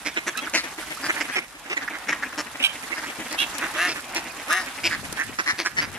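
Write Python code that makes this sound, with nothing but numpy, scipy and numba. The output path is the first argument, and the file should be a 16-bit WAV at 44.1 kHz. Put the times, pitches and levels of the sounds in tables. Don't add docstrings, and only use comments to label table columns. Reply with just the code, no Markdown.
import sys
import numpy as np
from scipy import signal
from scipy.io import wavfile
from numba import njit

SR = 44100
rng = np.random.default_rng(int(sys.argv[2]) if len(sys.argv) > 2 else 0)


def unload_audio(sound):
    columns = np.transpose(np.atleast_2d(sound))
    steps = np.round(np.clip(columns, -1, 1) * 32767)
    wavfile.write(sys.argv[1], SR, steps.astype(np.int16))


N = 263718

# (start [s], length [s], hum pitch [Hz], throat level [dB], throat resonance [Hz],
# hum re throat [dB], bill re throat [dB], direction [-1 left to 1 right])
NEAR_CLUCKS = [(0.047, .06, 307, -31.5, 2060, -6, -1, 0.18), (.16, 0.037, 339, -26.5, 2100, -9, -15, 0.88),
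               (0.261, .042, 342, -29, 1580, -5.5, -2.5, 0), (0.417, 0.036, 305, -35, 1780, -5, -13, -0.57),
               (0.461, .032, 298, -35, 1320, -10, -27, -0.37),
               (.531, 0.051, 335.4, -25.5, 1920, -6.5, 0.5, -0.31),
               (0.56, 0.061, 299, -29.5, 2010, -16, 3, -0.37),
               (0.632, 0.033, 339.5, -35.5, 1950, -6, -5, -.8),
               (0.775, .031, 333, -38.5, 1980, -1, -19, -0.43),
               (0.896, .046, 313, -34.5, 1860, -7.5, -18, -0.65),
               (1.02, 0.067, 306, -31, 1620, -9, -2, -0.13),
               (1.083, 0.035, 347, -22.5, 1840, -12.5, -17, 0.53),
               (1.155, 0.051, 321, -34, 1690, -10, -25, .5), (1.199, 0.033, 299, -27.5, 1950, -8.5, -5, 0),
               (1.277, 0.052, 278, -34.5, 1640, -10, -9, -0.54),
               (1.352, 0.049, 383.3, -24, 2050, -11.5, -9.5, 0.5),
               (1.692, 0.059, 392, -28.5, 2080, -10.5, -13.5, .6),
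               (1.763, 0.029, 335, -27.5, 2010, -15.5, -11.5, 0.73),
               (1.806, 0.045, 281, -36.5, 1630, -11, -9, -0.62),
               (1.875, .016, 297, -29, 1780, -28, -16, -0.077),
               (1.918, 0.063, 313, -35.5, 1690, -10.5, -26, 0.48),
               (2.08, 0.041, 315, -24.5, 1970, -11, -8, -0.076),
               (2.118, 0.023, 333, -22.5, 1860, -21, -15, -0.039),
               (2.22, 0.028, 290, -27.5, 1670, -18, -15, .1), (2.322, .014, 292, -36, 1620, -20, -11, .1),
               (2.371, 0.048, 327.3, -28.5, 1540, -5, -2.5, 0),
               (2.543, 0.025, 303, -38, 1940, -4.5, -21, -0.5),
               (2.592, 0.052, 311, -34.5, 2530, -13, -12, 0.42),
               (2.912, 0.035, 334, -27.5, 2050, -15.5, -24, .9),
               (2.959, 0.054, 314, -33, 1720, -13, -9, -0.24), (3.014, 0.065, 308, -38, 1520, -9, -7, 0.36),
               (3.082, 0.039, 269, -41.5, 1860, -5, -16, -1),
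               (3.176, .072, 306.3, -49, 1750, 7, -13.5, -0.48),
               (3.301, 0.061, 318.4, -38.5, 1830, -1.5, 3, 0.25),
               (3.414, .048, 313, -33, 2640, -10.5, -17, 0.51),
               (3.536, 0.051, 302, -37, 1810, -6.5, -2, -0.56),
               (3.603, 0.077, 330, -28, 1620, -11, -11.5, 0.26),
               (3.868, 0.077, 326, -32, 2210, -7, -1.5, .2), (3.942, .07, 307, -37, 1600, -10, -8, 0.46),
               (4.145, .058, 339, -27, 2270, -10, -1.5, 0.26),
               (4.582, 0.08, 283, -41, 1710, -7.5, 0.5, -0.075),
               (4.833, .056, 340.6, -24, 2390, -12.5, -3, 0),
               (4.901, 0.069, 302, -28.5, 1790, -16.5, -6, -.1),
               (5.166, 0.084, 321, -28.5, 1750, -18, -16, 0.46),
               (5.384, 0.033, 334, -24, 1660, -14, -7.5, 0.91),
               (5.457, 0.073, 300, -24.5, 1800, -19, -5, -0.64), (5.575, 0.065, 348, -30, 1970, -6.5, 0, 0),
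               (5.647, 0.044, 361, -26, 1600, -16.5, -5, 0.37),
               (5.763, 0.056, 288.5, -25, 1940, -17.5, -7, -0.76),
               (5.808, 0.054, 290, -31.5, 1630, -10, -1.5, 0.23)]
# (start [s], attack [s], time to highest pitch [s], highest pitch [Hz], level [dB], fading [dB/s])
QUACK_CALLS = [(3.742, 0.017, .115, 360, -21.5, 25), (4.482, 0.011, .098, 375.3, -15.5, 106)]
# (start [s], peak [s], end [s], pitch [Hz], level [dB], throat resonance [Hz],
# roughness [0-1], direction [-1 left to 1 right])
GULL_SQUAWKS = [(0.355, 0.385, .414, 1332, -30, 1900, 0.32, 0.084),
                (1.304, 1.343, 1.378, 832, -32, 1790, .5, 0.21),
                (2.62, 2.649, 2.68, 788, -21, 2780, 0.28, 0.52),
                (3.373, 3.405, 3.458, 559, -26, 2770, 0.13, 1)]
# (start [s], top [s], end [s], start pitch [Hz], top pitch [Hz], end pitch [Hz], level [dB])
DUCKLING_PEEPS = [(.112, .12, .165, 3500, 3560, 1800, -40), (.275, .315, .338, 3000, 3380, 2300, -44),
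                  (.394, .432, .466, 3000, 3330, 2150, -38.5), (3.29, 3.303, 3.312, 3000, 3500, 3200, -40),
                  (4.296, 4.305, 4.316, 2400, 2500, 2350, -37)]
# (time [s], level [dB])
WATER_SPLATS = [(0.373, -3), (0.496, -11.5), (0.947, -13), (2.836, -15), (3.325, -7), (3.581, -4),
                (4.146, -6.5), (4.526, -1), (5.125, -4)]
# (time [s], bubble pitch at first [Hz], level [dB])
WATER_DRIPS = [(0.353, 1510, -26), (0.471, 1260, -32), (.826, 1390, -29), (.972, 1185, -28),
               (1.113, 1760, -32), (3.345, 730, -25.5), (3.749, 1840, -27.5), (3.987, 1320, -34)]
# (time [s], peak level [dB])
WIND_BUFFETS = [(3.06, -47), (3.19, -29), (4.991, -46), (5.033, -30), (5.127, -28.5), (5.297, -29),
                (5.534, -31), (5.875, -36)]
# (start [s], length [s], level [dB])
BREEZE_GUSTS = [(4.805, 0.38, -43), (5.219, 0.16, -44), (5.705, .28, -41.5)]

# (time [s], level [dB])
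FLOCK_CHATTER = [(0.0, -40.5), (0.17, -42.5), (0.4, -38), (0.83, -40), (1.22, -35), (1.45, -46.5),
                 (1.73, -39), (1.9, -35.5), (2.36, -38.5), (3.83, -32), (3.96, -42), (4.23, -37),
                 (4.71, -35.5), (5.2, -40), (5.68, -47.5), (5.98, -35)]
# (time [s], level [dB])
WATER_STIRRING = [(0.0, -53), (0.51, -53), (1.13, -45.5), (1.46, -56.5), (2.43, -53), (2.8, -50),
                  (3.66, -48), (4.33, -51), (4.73, -48.5), (5.98, -54)]
# (time [s], level [dB])
DEEP_SWELL = [(0.0, -53), (1.23, -61), (1.47, -62), (2.0, -54.5), (2.92, -60), (3.1, -55), (4.7, -61.5)]

# (frequency [Hz], relative density [dB per Hz])
FLOCK_SPECTRUM = [(150, -49), (230, -21), (310, -3.5), (480, -10.5), (800, 1), (1300, 2), (1900, 2.5),
                  (2600, -8), (3600, -10), (6000, -20.5), (12000, -17.5)]
# (frequency [Hz], relative density [dB per Hz])
WATER_SPECTRUM = [(600, 3.5), (1500, 8), (3500, 3.5), (6000, 0), (10000, 2), (14000, -26)]
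# (frequency [Hz], relative density [dB per Hz])
WIND_SPECTRUM = [(25, -16), (60, -8), (130, -4), (220, -6.5), (400, -21), (900, -37), (3000, -60)]
# (frequency [Hz], relative density [dB per Hz])
RUMBLE_SPECTRUM = [(15, -46), (25, -36), (58, 3), (136, -33), (318, 2), (436, -25), (632, 4), (1600, -5.5),
                   (1820, -5), (2440, -5), (3010, -16), (10700, -20), (12900, -25), (14000, -37)]
# (frequency [Hz], relative density [dB per Hz])
DEEP_SPECTRUM = [(25, -24), (58, 5), (90, -11.5), (160, 3), (300, -7.5), (900, -31)]
# (frequency [Hz], correlation [-1 to 1])
STEREO_LIKENESS = [(30, 0.029), (80, 0.86), (160, 0.91), (300, 0.99), (700, 0.89), (1500, 0.59),
                   (3000, 0.44), (7000, -0.035), (13000, -0.62)]
# (frequency [Hz], width [Hz], level [dB])
QUACK_RESONANCES = [(1260, 105, 0), (2695, 164, -2.5), (3640, 530, -12.5), (5960, 2200, -18),
                    (9270, 1700, -19)]

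CLUCK_ATTACK_SHARE = .38
RATTLE_PER_S, USUAL_LENGTH_S, RATTLE_HURRY = 190, .048, .3
OPEN_WIDTH_HZ, PINCH_DB, WIDTH_RANGE_HZ = 1690, 9.5, (310, 1060)
BILL_HZ, BILL_SCATTER = 5345, .074
FAR_CLUCK_DB, FAR_HUM_DB, FAR_BILL_DB = -2.5, -5.5, -12
FAR_PITCH_HZ, FAR_THROAT_HZ, FAR_LENGTH_S = (244.6, 332.6), (1470, 2340), (.025, .06)
QUACK_START_HZ, QUACK_THROAT_WIDTH_HZ = 270, 590
QUACK_LENGTH_S, QUACK_HOLD_S = .2, .12
QUACK_RISE_DB, QUACK_RELEASE_DB_PER_S = 38.5, 360
BILL_OPENS_S, QUACK_THROAT_HZ, QUACK_ROUGHNESS = .037, (1140, 1750), (.91, .26)
GUST_ATTACK_S, GUST_RELEASE_S = .045, .052
MURMUR_DB, WATER_DB, RUMBLE_DB, DEEP_DB, ECHO_DB = -4, 2.5, -47, 3, -12.5
CUTOFF_HZ = 13900


def cluck(start, length, pitch_hz, db, throat_hz, hum_db, bill_db, direction):
    rattle = RATTLE_PER_S * (USUAL_LENGTH_S / length) ** RATTLE_HURRY
    width_hz = np.clip(OPEN_WIDTH_HZ * 2 ** (hum_db / PINCH_DB), *WIDTH_RANGE_HZ)
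    bill_hz = BILL_HZ * (1 + BILL_SCATTER * rng.uniform(-1.53, 1))
    u, envelope = swell(start, start + CLUCK_ATTACK_SHARE * length, start + length)
    arch = 1 - .3 * (2 * u - 1) ** 2

    clicks = pulses(rattle * arch ** .5, jitter=.16, shimmer_db=3.2)
    clicks[np.argmax(envelope)] += .35
    source = windpipe(rasp(clicks, share=.36, puff_s=.0035))
    throat = formant(source, throat_hz, width_hz)
    throat = throat - from_db(-13) * formant(source, .63 * throat_hz, 296)
    bill = formant(source, bill_hz, 1310)
    bill = bill + from_db(-12) * formant(source, 9700, 1800)
    bill = bill + from_db(-1) * formant(source, 4480, 1300)

    hum_hz = pitch_hz * arch * (1 + .083 * drift(260, len(u)))
    phase = 2 * np.pi * np.cumsum(hum_hz) / SR
    tone = np.sin(phase) + from_db(-8) * np.sin(2 * phase) + from_db(-6) * np.sin(3 * phase)
    low_rattle = butter(source, [250, 900], "band")
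    hum = rms_one(tone) + from_db(-3) * rms_one(low_rattle)

    voice = rms_one(throat * envelope) + from_db(bill_db - 3) * rms_one(bill * envelope)
    voice = voice + from_db(hum_db + 1.03) * rms_one(hum * envelope ** 1.16)
    return place(from_db(db) * voice, direction)


def clucking():
    out = np.zeros((2, N))
    for row in NEAR_CLUCKS:
        add(out, row[0], cluck(*row))
    return from_db(.72) * out


def quack_shape(age, attack_s, top_s, top_hz, level_db, fade_db_per_s):
    pitch = QUACK_START_HZ + (top_hz - QUACK_START_HZ) * np.sin(np.pi / 2 * age / top_s)
    db = level_db - QUACK_RISE_DB * np.exp(-age / attack_s) - fade_db_per_s * age
    db = db - QUACK_RELEASE_DB_PER_S * np.maximum(age - QUACK_HOLD_S, 0)
    opening = 1 - np.exp(-(age / BILL_OPENS_S) ** 2)
    throat_hz = np.interp(opening, [0, 1], QUACK_THROAT_HZ)
    rough = np.interp(opening, [0, 1], QUACK_ROUGHNESS)
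    return pitch, db, throat_hz, rough


def quacks():
    out = np.zeros((2, N))
    age = np.arange(0, QUACK_LENGTH_S, 1 / SR)
    for start, *shape in QUACK_CALLS:
        pitch, db, throat_hz, rough = quack_shape(age, *shape)
        clicks = pulses(pitch * (1 + .05 * rough * drift(150, len(age))), jitter=.008, shimmer_db=2)
        clicks = clicks * np.where(np.cumsum(clicks > 0) % 2, 1, .25)
        source = windpipe(rasp(clicks, np.clip(rough, 0, .6) ** 1.5, puff_s=.002), feedback=.42)
        throat = source
        angle, radius = 2 * np.pi * throat_hz / SR, np.exp(-np.pi * QUACK_THROAT_WIDTH_HZ / SR)
        for _ in range(2):
            throat = moving_resonance(throat, angle, radius)
        for hz, width_hz, gain_db in QUACK_RESONANCES:
            throat = throat + from_db(gain_db) * formant(source, hz, width_hz)
        phase = 2 * np.pi * np.cumsum(pitch) / SR
        hum = from_db(-14) * np.sin(phase) + from_db(-5) * np.sin(2 * phase)
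        voice = from_db(db) * rms_one(throat) + from_db(.55 * db - 17) * hum
        add(out, start, place(voice, .068))
    return from_db(1.4) * out


def squawks():
    out = np.zeros((2, N))
    for start, peak, end, pitch_hz, db, throat_hz, rough, direction in GULL_SQUAWKS:
        u, envelope = swell(start, peak, end)
        clicks = pulses(pitch_hz * (1 - .1 * (2 * u - 1.1) ** 2), jitter=.025, shimmer_db=3.5)
        source = rasp(clicks, np.clip(rough, 0, .4), puff_s=.0005)
        voice = formant(source, throat_hz, 1150)
        for hz, width_hz, gain_db in [(1450, 700, -9), (3160, 750, -37), (6000, 2100, -13), (8400, 3300, -14.5)]:
            voice = voice + from_db(gain_db) * formant(source, hz, width_hz)
        add(out, start, place(from_db(db) * rms_one(voice * envelope ** 1.66), direction))
    return out


def peeps():
    out = np.zeros((2, N))
    for start, top, end, start_hz, top_hz, end_hz, db in DUCKLING_PEEPS:
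        u, envelope = swell(start, (top + end) / 2, end)
        from_top = np.interp(u, [0, (top - start) / (end - start), 1], [-1, 0, 1])
        outer_hz = np.where(from_top < 0, start_hz, end_hz)
        hz = top_hz + (outer_hz - top_hz) * np.abs(from_top) ** 2.4
        phase = 2 * np.pi * np.cumsum(hz * (1 + .011 * drift(700, len(u)))) / SR
        whistle = np.sin(phase) + u ** 2 * np.sin(2 * phase)
        add(out, start, place(from_db(db - 1.5) * envelope ** .4 * whistle, .1))
    return out


def stirred_water(water_db):
    strength = from_db(3.3 * np.minimum(rng.exponential(1, (2, N)), 4))
    grains = (rng.random((2, N)) < 1300 / SR) * rng.standard_normal((2, N)) * strength
    crackle = rms_one(butter(grains, [2500, 11500], "band"))
    wash = banded_noise(WATER_SPECTRUM, patchy_db=3, flicker_rate=70)
    return from_db(water_db) * (from_db(6.5) * wash + from_db(2.5) * crackle)


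def splats():
    out = np.zeros((2, N))
    t = np.arange(2200) / SR
    envelope = np.exp(-t / .0027) * (1 - np.exp(-t / .0025))
    for start, db in WATER_SPLATS:
        burst = rng.standard_normal((2, len(t))) * envelope
        add(out, start, from_db(db - 6) * butter(burst, [3500, 11500], "band"))
    return out


def drips():
    out = np.zeros((2, N))
    t = np.arange(2200) / SR
    envelope = np.exp(-t / .0078) * (1 - np.exp(-t / .0004))
    for start, hz, db in WATER_DRIPS:
        bubble = np.sin(2 * np.pi * hz * t * (1 + 7 * t)) * envelope
        add(out, start, place(from_db(db) * bubble, 0))
    return out


def wind(t):
    force = 0
    for start, length, db in BREEZE_GUSTS:
        rise, fall = (t - start) / GUST_ATTACK_S, (start + length - t) / GUST_RELEASE_S
        force = force + from_db(db) * np.clip(np.minimum(rise, fall), 0, 1)
    out = force * banded_noise(WIND_SPECTRUM, patchy_db=1.5, flicker_rate=32)
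    age = np.arange(2600) / SR
    for start, peak_db in WIND_BUFFETS:
        thump = butter(rng.standard_normal(len(age)) * np.exp(-age / .0063), [70, 420], "band")
        add(out, start - .003, from_db(peak_db) * thump / np.abs(thump).max())
    return out * from_db([[2.5], [-7]])


def far_clucking(flock_db, count=60):
    out = np.zeros((2, N))
    for k, (when, long, size, colour, side) in enumerate(rng.random((count, 5))):
        start = (k + when) / count * N / SR
        db = flock_db[min(int(start * SR), N - 1)] + FAR_CLUCK_DB
        length = np.interp(long, [0, 1], FAR_LENGTH_S)
        pitch_hz = np.interp(size, [0, 1], FAR_PITCH_HZ)
        throat_hz = np.interp(colour, [0, 1], FAR_THROAT_HZ)
        direction = 1.48 * side - .7
        add(out, start, cluck(start, length, pitch_hz, db, throat_hz, FAR_HUM_DB, FAR_BILL_DB, direction))
    return out


def flock_murmur(flock_db):
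    return from_db(flock_db + MURMUR_DB) * banded_noise(FLOCK_SPECTRUM, patchy_db=2, flicker_rate=55)


def banks(x, t60=.2, count=40):
    delays = rng.uniform(.008, .22, (2, count))
    echoes = np.zeros((2, SR))
    for side in (0, 1):
        strength = from_db(-60 * delays[side] / t60) * rng.standard_normal(count)
        echoes[side, (delays[side] * SR).astype(int)] = strength
    echoes = echoes + .5 * echoes[::-1]
    echoes /= np.linalg.norm(echoes, axis=1, keepdims=True)
    return signal.fftconvolve(butter(x, [600, 4500], "band", order=1), echoes, axes=1)[:, :N]


def outdoor_rumble():
    return from_db(RUMBLE_DB) * banded_noise(RUMBLE_SPECTRUM, patchy_db=4, flicker_rate=12)


def deep_rumble(t):
    db = DEEP_DB + in_time(DEEP_SWELL, t)
    return from_db(db + [[0], [-7]]) * banded_noise(DEEP_SPECTRUM, patchy_db=3, flicker_rate=27)


def pulses(rate, jitter, shimmer_db):
    phase = np.cumsum(rate * np.exp(jitter * drift(260, len(rate)))) / SR + rng.random()
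    closings = np.diff(np.floor(phase), prepend=np.floor(phase[0]))
    return closings * from_db(shimmer_db * drift(399.4, len(rate)))


def rasp(clicks, share, puff_s):
    k = np.exp(-1 / (puff_s * SR))
    gate = signal.filtfilt([1 - k], [1, -k], clicks, padtype=None)
    puff = np.roll(gate, int(.4 * puff_s * SR)) * rng.standard_normal(16384)[:len(clicks)]
    share = np.clip(share, 0, 1)
    return np.sqrt(1 - share) * rms_one(clicks) + np.sqrt(share) * rms_one(puff)


def windpipe(x, lags_s=(.00031, .00047, .00073), feedback=.5):
    g = np.clip(feedback, 0, .7)
    for lag in lags_s:
        taps = np.zeros(int(lag * rng.uniform(.8, 1.25) * SR) + 2)
        taps[[0, -1]] = 1, -g
        x = signal.lfilter(taps[::-1], taps, x)
    return x


def resonate(x, hz, width_hz):
    r = np.exp(-np.pi * abs(width_hz) / SR)
    feedback = [1, -2 * r * np.cos(2 * np.pi * hz / SR), r * r]
    return signal.lfilter(np.array([1, 0, -1]) * (1 - r * r) / 2, feedback, x)


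def formant(x, hz, width_hz):
    return resonate(resonate(x, hz, 1.2 * width_hz), hz, 1.2 * width_hz)


@njit
def moving_resonance(x, angle, r):
    y = np.zeros(len(x))
    for i in range(2, len(x)):
        drive = (1 - r * r) / 2 * (x[i] - x[i - 2])
        y[i] = drive + 2 * r * np.cos(angle[i]) * y[i - 1] - r * r * y[i - 2]
    return y


def swell(start, peak, end):
    t = np.linspace(start, max(end, start + .006), max(int((end - start) * SR), 260))
    rise_fall = np.interp(t, [t[0], np.clip(peak, t[9], t[-9]), t[-1]], [0, 1, 0])
    return np.linspace(0, 1, len(t)), rms_one(np.sin(np.pi / 2 * rise_fall) ** .9)


def place(x, direction, lag_s=.00027, pan_db=4.0, bias_db=1.5, scatter=.82):
    x = np.pad(x, (0, 400))
    n, sides = np.arange(len(x)), np.array([[-1], [1]])
    direct = np.array([np.interp(n + s * direction * lag_s * SR / 2, n, x) for s in (-1, 1)])
    paths = rng.standard_normal((2, 200)) * np.exp(-np.arange(200) / 40)
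    paths /= np.linalg.norm(paths, axis=1, keepdims=True)
    treble = butter(x, 3300, "high", order=1)
    scattered = signal.fftconvolve(treble[None], paths, axes=1)[:, :len(x)]
    balance = from_db(sides * (bias_db + pan_db * direction) / 2)
    return (butter(direct, 9000, "low", order=1) + scatter * scattered) * balance


def banded_noise(spectrum, patchy_db, flicker_rate):
    out, edges = 0, 22 * 2 ** np.arange(0, 9.6, .5)
    white = rng.standard_normal((2, 2, N))
    together = drift(flicker_rate, N)
    for k, (low, high) in enumerate(zip(edges, edges[1:])):
        mid, side = butter(white[k % 2], [low, high], "band")
        hz = np.sqrt(low * high)
        alike = np.clip(at_hz(STEREO_LIKENESS, hz), -1, 1)
        flicker_db = patchy_db * (1.07 * together + drift(flicker_rate, N))
        gain = from_db(at_hz(spectrum, hz) + flicker_db)
        out = out + gain * (np.sqrt(1 + alike) * mid + np.sqrt(1 - alike) * side * [[1], [-1]])
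    return rms_one(out)


def drift(rate, size):
    knots = rng.standard_normal(4000)
    return np.interp(np.arange(size) * rate / SR, np.arange(len(knots)), knots)


def butter(x, hz, kind, order=2):
    sos = signal.butter(order, np.clip(hz, 10, .45 * SR), kind, fs=SR, output="sos")
    return signal.sosfilt(sos, x)


def from_db(db):
    return 10 ** (np.asarray(db) / 20)


def rms_one(x):
    return x / np.sqrt(np.mean(x ** 2) + 1e-20)


def in_time(rows, t):
    seconds, level_db = np.transpose(rows)
    return np.interp(t, seconds, level_db)


def at_hz(points, hz):
    frequency, value = np.transpose(points)
    return np.interp(np.log(hz), np.log(frequency), value)


def add(out, start, sound):
    i = max(0, int(start * SR))
    out[..., i:i + sound.shape[-1]] += sound[..., :max(0, N - i)]


def scene():
    t = np.arange(N) / SR
    flock_db = in_time(FLOCK_CHATTER, t)
    birds = clucking() + quacks() + squawks() + peeps() + far_clucking(flock_db)
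    pond = stirred_water(in_time(WATER_STIRRING, t) + WATER_DB) + splats() + drips()
    pond = pond * from_db([[-1.2], [1.2]])
    background = flock_murmur(flock_db) + from_db(ECHO_DB) * banks(birds) + outdoor_rumble() + deep_rumble(t)
    return birds + pond + wind(t) + background


def record(dry):
    return signal.sosfilt(signal.ellip(10, .3, 80, CUTOFF_HZ, fs=SR, output="sos"), dry)


dry = scene()
out = record(dry)
unload_audio(out)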